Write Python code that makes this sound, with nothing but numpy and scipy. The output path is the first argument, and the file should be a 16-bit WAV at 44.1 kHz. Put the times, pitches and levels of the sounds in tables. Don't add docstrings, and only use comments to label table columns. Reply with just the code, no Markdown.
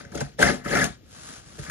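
import sys
import numpy as np
from scipy import signal
from scipy.fft import rfft, irfft, next_fast_len
from scipy.io import wavfile
from scipy.ndimage import uniform_filter1d

SR = 44100
rng = np.random.default_rng(int(sys.argv[2]) if len(sys.argv) > 2 else 0)


def magnitude_from_level(level_db):
    exponent = np.asarray(level_db, float) / 20
    return 10 ** exponent


def int16_out(signal):
    q = np.round(np.clip(np.atleast_2d(signal).T, -1, 1) * 32767)
    wavfile.write(sys.argv[1], SR, q.astype(np.int16))


N = 74970


def evened(x):
    return x / np.sqrt(np.mean(x ** 2) + 1e-20)


def read(points, hz):
    table_hz, value = np.transpose(points)
    return np.interp(np.log(hz + 1), np.log(table_hz + 1), value)


def track(rows, index):
    rows = np.array(rows)
    db = rows[:, 1]
    if index > 1:
        db = db + rows[:, index]
    return magnitude_from_level(np.interp(np.arange(N) / SR, rows[:, 0], db, -120, -120))


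def summed_track(tables, index):
    return sum(track(rows, index) for rows in tables)


def colour(points):
    hz = abs(np.fft.fftfreq(4096, 1 / SR))
    log_gain = np.log(magnitude_from_level(np.maximum(read(points, hz), -90)))
    taps = np.fft.ifft(np.exp(np.conj(signal.hilbert(log_gain)))).real[:2048]
    return taps / np.linalg.norm(taps)


def ringing(modes):
    t = np.arange(SR // 4) / SR
    taps = np.zeros(len(t))
    for k, (hz, db, t60) in enumerate(modes):
        decay = magnitude_from_level(db - 60 * t / max(t60, 0.005))
        taps += (-1) ** k * decay * np.sin(2 * np.pi * hz * t) / np.sqrt(abs(t60))
    return taps / np.linalg.norm(taps)


def through(x, taps):
    return signal.oaconvolve(x, taps[None], axes=1)[:, :N]


def slips(per_s, spread_db, clump_db):
    clump_s, smear = 0.002, 0.8
    wander = uniform_filter1d(rng.standard_normal(N), max(int(clump_s * SR), 2))
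    clumps = magnitude_from_level(clump_db * evened(wander))
    size = magnitude_from_level(spread_db * np.minimum(rng.exponential(1, (2, N)), 3))
    size = size * (rng.random((2, N)) < per_s / SR)
    clicks = evened(size * rng.choice([-1., 1.], (2, N)))
    return evened(clumps * (clicks + smear * rng.standard_normal((2, N))))


def patchy(x, depth_db):
    z = signal.stft(x, nperseg=256)[2]
    spots = uniform_filter1d(rng.standard_normal(z.shape[1:]), size=5, axis=0)
    spots = evened(uniform_filter1d(spots, size=4, axis=1))
    z = z * magnitude_from_level(depth_db * spots) / np.sqrt(np.mean(magnitude_from_level(2 * depth_db * spots)))
    return signal.istft(z, nperseg=256)[1][:, :N]


# pitch_hz, level_db
ROOM_TONE = [(15, -32), (25, -1), (100, 4), (298, -6), (1010, -26), (3210, -24.5), (7160, -30), (8580, -73),
             (10500, -27.5), (13800, -31), (15600, -44.5), (22000, -120)]


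def air():
    return magnitude_from_level(-52) * through(rng.standard_normal((2, N)), colour(ROOM_TONE))


# start_s, drag_db, weight_on_bed_db (over the drag)
SLIDES = [
    [(0.98, -83.5, -5), (1.054, -67, 6), (1.13, -52.5, -1.5), (1.288, -45.5, 9), (1.384, -49, -2),
     (1.414, -57, -4), (1.46, -57.5, -21)],
    [(1.46, -54, -7), (1.58, -53, 13), (1.592, -46, 14), (1.61, -49.5, 13), (1.642, -46, 3.5),
     (1.694, -48, 19), (1.7, -35.5, 10)],
]
# pitch_hz, level_db
CLOTH_COLOUR = [(250, -41), (500, -2), (1500, 0), (2300, -6.5), (7000, -2.5), (10300, -2.5), (12200, -17.5),
                (15500, -29.5)]
# pitch_hz, level_db, t60_s
BOX_MODES = [(69, -15, 0.15), (141.4, -4.5, 0.14), (206.7, -1.5, 0.094), (254.3, -2.5, 0.14),
             (338, -4.5, 0.035), (422, -4, 0.059), (567, 0, 0.064), (602.7, -6, 0.055), (696.4, -4.5, .07),
             (733, -2.5, 0.049), (830, -3, 0.015), (987, -12.5, 0.016)]


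def slide():
    force = slips(per_s=17000, spread_db=-8.5, clump_db=1.8)
    drag, weight = summed_track(SLIDES, 1), summed_track(SLIDES, 2)
    rustle = through(force * drag, colour(CLOTH_COLOUR))
    rumble = through(force * weight, ringing(BOX_MODES[:5]))
    return magnitude_from_level(3.5) * rustle + magnitude_from_level(-13.5) * rumble


# start_s, peak_db, ring_share (of the modes' t60), pitch_hz (favoured)
FINGER_KNOCKS = [(.05, -43, 0.78, 450), (.06, -38.5, 0.99, 148), (0.114, -35.5, 0.52, 179),
                 (.128, -42, 0.27, 490), (.14, -34.5, 2.5, 69), (0.251, -35, 0.55, 69),
                 (.406, -28, 0.42, 460), (.43, -24.5, 1.66, 69), (.51, -24, 0.35, 400),
                 (.703, -24, 0.74, 350), (.728, -20.5, 1.5, 300), (.759, -17.5, 0.9, 704),
                 (.885, -41, 1, 69), (1.614, -34.5, 0.89, 69), (0.151, -25.5, 0.89, 398),
                 (0.181, -26, 0.72, 603), (0.218, -22, 1.1, 150), (0.404, -17.5, 0.54, 180),
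                 (0.456, -16, 1, 205), (0.538, -22, 1.5, 254), (.656, -23, 0.56, 303),
                 (0.678, -31, 0.43, 145), (.818, -18.5, 0.81, 183.5), (0.899, -33, .6, 136),
                 (1.583, -38, 0.29, 620), (1.5897, -33, 0.91, 447), (1.592, -26, 0.71, 145),
                 (1.684, -33, 1, 141)]


def knocks():
    contact_s, level_db, db_per_octave = 0.00095, -2, -14
    out = np.zeros((2, N))
    u = np.arange(400) / (contact_s * SR)
    for start_s, db, ring, spot_hz in FINGER_KNOCKS:
        modes = [(hz, db_per_octave * abs(np.log2(hz / spot_hz)), t60 * ring)
                 for hz, _, t60 in BOX_MODES]
        body = np.convolve(u * np.exp(-u), ringing(modes))
        part = out[:, round(start_s * SR):][:, :len(body)]
        part += magnitude_from_level(db + level_db) * body[:part.shape[1]] / abs(body).max()
    return out


# start_s, peak_db, brightness_db, length_s
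GLUE_SNAPS = [(0.001, -46, -9.5, 0.0067), (0.05, -41.5, -1, 0.0023), (0.116, -42, 0.5, 0.0069),
              (0.15, -40.5, 13.5, 0.0054), (0.173, -34.5, 5.5, 0.0065), (0.204, -30, 6.5, 0.004),
              (0.391, -34, 9, 0.0039), (0.422, -11.5, -1, 0.004), (0.646, -33.5, -4, .005),
              (0.657, -32, -13, .004), (0.75, -14.5, -5.5, 0.005), (0.766, -20.5, -2, 0.0089),
              (0.809, -22.5, -2, 0.011), (0.84, -22.5, 7.5, 0.0047), (1.591, -35.5, 0.5, 0.004),
              (1.624, -38.5, 1.5, 0.015), (1.659, -40.5, -7, 0.0089), (1.674, -43, -9, .012),
              (1.696, -32, -11, 0.0027)]
# pitch_hz, level_db, t60_s
FLAP_MODES = [(1286, 2, 0.023), (1408, -2.5, 0.0086), (1533, 3.5, .022), (1618, 3.5, 0.011),
              (1669, 4.5, 0.022), (1765, 1.5, 0.011), (2050, -1.5, 0.05), (2266, -9, 0.019)]
# pitch_hz, level_db
CRACK_COLOUR = [(700, -39), (1600, -11), (3500, -8.5), (6800, 2), (10500, -6), (12200, -21), (15500, -22.5)]


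def snaps():
    level_db = -9
    t, dull, bright = np.arange(N) / SR, np.zeros(N), np.zeros(N)
    for start_s, db, bright_db, length_s in GLUE_SNAPS:
        u = np.maximum(t - start_s, 0) / max(length_s, 0.001)
        shape = magnitude_from_level(db + level_db) * u * np.exp(1 - u * u)
        dull += shape * magnitude_from_level(-bright_db)
        bright += shape * magnitude_from_level(bright_db)
    force = slips(per_s=6000, spread_db=2.5, clump_db=0.8)
    return through(force * dull, ringing(FLAP_MODES)) + through(force * bright, colour(CRACK_COLOUR))


# start_s, peak_db, pitch_hz (favoured), brightness_db
LARGE_SLIPS = [(0.048, -38, 1530, -3), (0.1229, -39.5, 1600, -6), (0.1475, -32, 1350, 8),
               (0.174, -31, 1424, -2), (0.209, -25, 1542, -10), (0.2118, -26, 1600, -6),
               (.3905, -23.5, 1750, -4), (0.4148, -14.5, 1593, -10), (0.426, -16, 1477, -14),
               (.428, -2, 1567, -8.5), (.4405, -18, 2070, -5.5), (.452, -15.5, 1813, -2.5),
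               (.461, -18.5, 1520, -11), (.468, -14, 1740, -9.5), (.476, -16, 2057, -11),
               (0.486, -14.5, 1710, -9), (0.496, -18.5, 1590, -7), (.505, -21.5, 2143, -12.5),
               (0.514, -22.5, 1723, -7), (.6605, -28, 1655, -10), (.682, -28.5, 2020, -12),
               (0.6943, -29, 1750, -4.5), (0.712, -19.5, 1680, -10), (0.7273, -15.5, 1725, -14.5),
               (0.743, -26, 1733, -8), (0.7526, -14, 1780, -13), (0.7592, -19.5, 1466, -12),
               (.769, -19, 2092, -1), (0.7778, -17, 1334, -9), (.790, -18.5, 1810, -20.5),
               (0.798, -17.5, 1515, -12.5), (.807, -18.5, 1900, -10.5), (0.815, -11, 1687, -9),
               (0.825, -14.5, 1650, -13), (0.836, -19, 1450, -10.5), (.842, -28.5, 1450, -6),
               (1.662, -39, 1570, -8)]


def ticks():
    level_db, rise_s, t60_s = -4, 0.0011, 0.029
    out, crack = np.zeros((2, N)), colour(CRACK_COLOUR)
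    swell = 1 - np.exp(-np.arange(len(crack)) / (rise_s * SR))
    for start_s, db, spot_hz, bright_db in LARGE_SLIPS:
        body = ringing([(spot_hz, 0, t60_s)])[:len(crack)] * swell
        body = body / abs(body).max() + magnitude_from_level(bright_db) * crack / abs(crack).max()
        part = out[:, round(start_s * SR):][:, :len(body)]
        part += magnitude_from_level(db + level_db) * body[:part.shape[1]]
    return out


# start_s, pull_db, grip_on_box_wall_db, tape_fizz_db (last two over the pull)
TAPE_PULLS = [
    [(0.0, -40, 3, -8), (0.02, -65.5, 12, 11.5), (0.056, -50, 1.5, -11), (0.09, -61, 3.5, -7.5),
     (0.16, -49, 16.5, 3), (0.202, -56.5, 17, 9.5), (0.212, -30.5, 12, -4.5), (0.23, -63.5, 16, 12.5),
     (0.36, -80.5, 2.5, 13)],
    [(0.37, -107, 1, 32), (0.39, -28, 11, -16), (0.404, -31.5, 10.5, -2), (0.432, -15, -4, -8.5),
     (0.444, -22.5, 2, -7), (0.496, -21, -1.5, -11), (0.548, -49, 12, 5), (0.64, -49.5, -6, -18.5)],
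    [(0.64, -59.5, 0, 6), (0.66, -34.5, 7, -12.5), (0.68, -41, 5, 1), (0.734, -21.5, 0, -14),
     (0.83, -23, -5.5, -10.5), (0.842, -38, 12.5, 7.5), (0.892, -57, 11, 6.5), (0.956, -62, -10, 2),
     (1.0, -79.5, 6, -2.5)],
]
# pitch_hz, level_db
FIZZ_COLOUR = [(500, -38), (1000, -5.5), (1700, -6.5), (2500, -10.5), (6500, -10), (8300, -12.5),
               (10500, -11), (12200, -25), (15500, -33)]


def tape():
    force = slips(per_s=1700, spread_db=3, clump_db=2)
    own = 0.8
    fine = (1 - own) * force + own * slips(per_s=2500, spread_db=1, clump_db=0.5)
    pull, grip, fizz = (summed_track(TAPE_PULLS, k) for k in (1, 2, 3))
    flap = through(force * pull, ringing(FLAP_MODES))
    box = through(force * grip, ringing(BOX_MODES))
    film = patchy(through(fine * fizz, colour(FIZZ_COLOUR)), depth_db=3.5)
    return magnitude_from_level(-5.5) * flap + magnitude_from_level(-1) * box + magnitude_from_level(6) * film


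def bedroom(x):
    t60_s, echo_chance, gap_s = 0.22, 0.05, 0.004
    t = np.arange(SR // 3) / SR
    signs = rng.choice([-1., 1.], (2, len(t)))
    sparse = rng.random((2, len(t))) < echo_chance
    taps = signs * sparse * (t > gap_s) * magnitude_from_level(-60 * t / t60_s)
    return signal.fftconvolve(x, taps / np.linalg.norm(taps[0]), axes=1)[:, :N]


# pitch_hz, left_lead_radians
PORT_TURN = [(0, 0.5), (300, 1.23), (950, -3), (1210, -1.14), (1810, -1.2), (3190, -1.5), (6200, -4.5),
             (9000, -2.5), (11400, -2)]
# pitch_hz, left_over_right_db
PORT_TILT = [(60, .5), (160, .6), (380, 8), (950, 2.5), (2370, 7), (5960, 1.5), (10000, 0)]
# pitch_hz, likeness (0 to 1)
PORT_LIKENESS = [(60, 0.9), (150, 0.9), (300, 0.7), (600, 0.46), (1500, 1), (3000, 0.29), (6000, 0.35),
                 (9000, 1), (13000, 0.36)]


def ports(x):
    size = next_fast_len(N + 4096)
    hz, (first, second) = np.fft.rfftfreq(size, 1 / SR), rfft(x, size)
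    same = np.clip(read(PORT_LIKENESS, hz), 0, 1)
    turn = np.exp(-1j * np.interp(hz, *np.transpose(PORT_TURN)))
    right = (same * first + np.sqrt(1 - same ** 2) * second) * turn
    half = magnitude_from_level(read(PORT_TILT, hz) / 2)
    return irfft(np.array([first * half, right / half]), size)[:, :N]


def scene():
    near = tape() + snaps() + ticks() + knocks() + slide()
    return ports(near + magnitude_from_level(-9) * bedroom(near) + air())


# pitch_hz, threshold_db (over the middle treble)
MID_THRESHOLD = [(7500, -24.5), (8200, -6), (9000, -0.5), (9900, -7.5), (11300, -9), (12200, -3.5),
                 (13300, -19), (14200, -22), (15500, -19.5)]
# pitch_hz, threshold_db (over the middle treble)
SIDE_THRESHOLD = [(10800, -38.5), (11600, 21), (12500, -6), (15500, -7)]


def thinned(x):
    waver_db, onset_share, level_share, ref_db = 3, 1.3, 0.72, -58
    mid_side = np.array([x[0] + x[1], x[0] - x[1]]) / 2
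    hz, _, z = signal.stft(mid_side, SR, nperseg=2048, noverlap=1024)
    power = (abs(z[:, :1024]) ** 2).reshape(2, 64, 16, -1).mean(2)
    centre = hz[8:1024:16]
    frame_db = 10 * np.log10(power[:, 8:20].mean((0, 1)) + 1e-14)
    rise_db = np.maximum(np.diff(frame_db, prepend=frame_db[0]), 0)
    onset_db = onset_share * rise_db * np.array([1, 0.6])[:, None, None]
    base_db = ref_db + level_share * (frame_db - ref_db) - onset_db
    waver = evened(uniform_filter1d(rng.standard_normal(power.shape), size=3, axis=2))
    need_db = np.array([read(MID_THRESHOLD, centre), read(SIDE_THRESHOLD, centre)])[:, :, None]
    need_db = need_db + waver_db * waver + base_db
    keep = (power > magnitude_from_level(need_db) ** 2) | (centre < 7400)[:, None]
    keep = keep & (centre < 15600)[:, None]
    z[:, :1024] *= np.repeat(keep, 16, axis=1)
    mid, side = signal.istft(z, SR, nperseg=2048, noverlap=1024)[1][:, :N]
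    return np.array([mid + side, mid - side])


def low_pass(x):
    return signal.sosfilt(signal.butter(12, 15540, fs=SR, output="sos"), x)


def record(dry):
    low_cut = signal.butter(4, 42, "high", fs=SR, output="sos")
    x = signal.sosfilt(low_cut, dry)
    limit = 1.3
    mix = thinned(limit * np.tanh(x / limit))
    return low_pass(mix)


dry = scene()
out = record(dry)
int16_out(out)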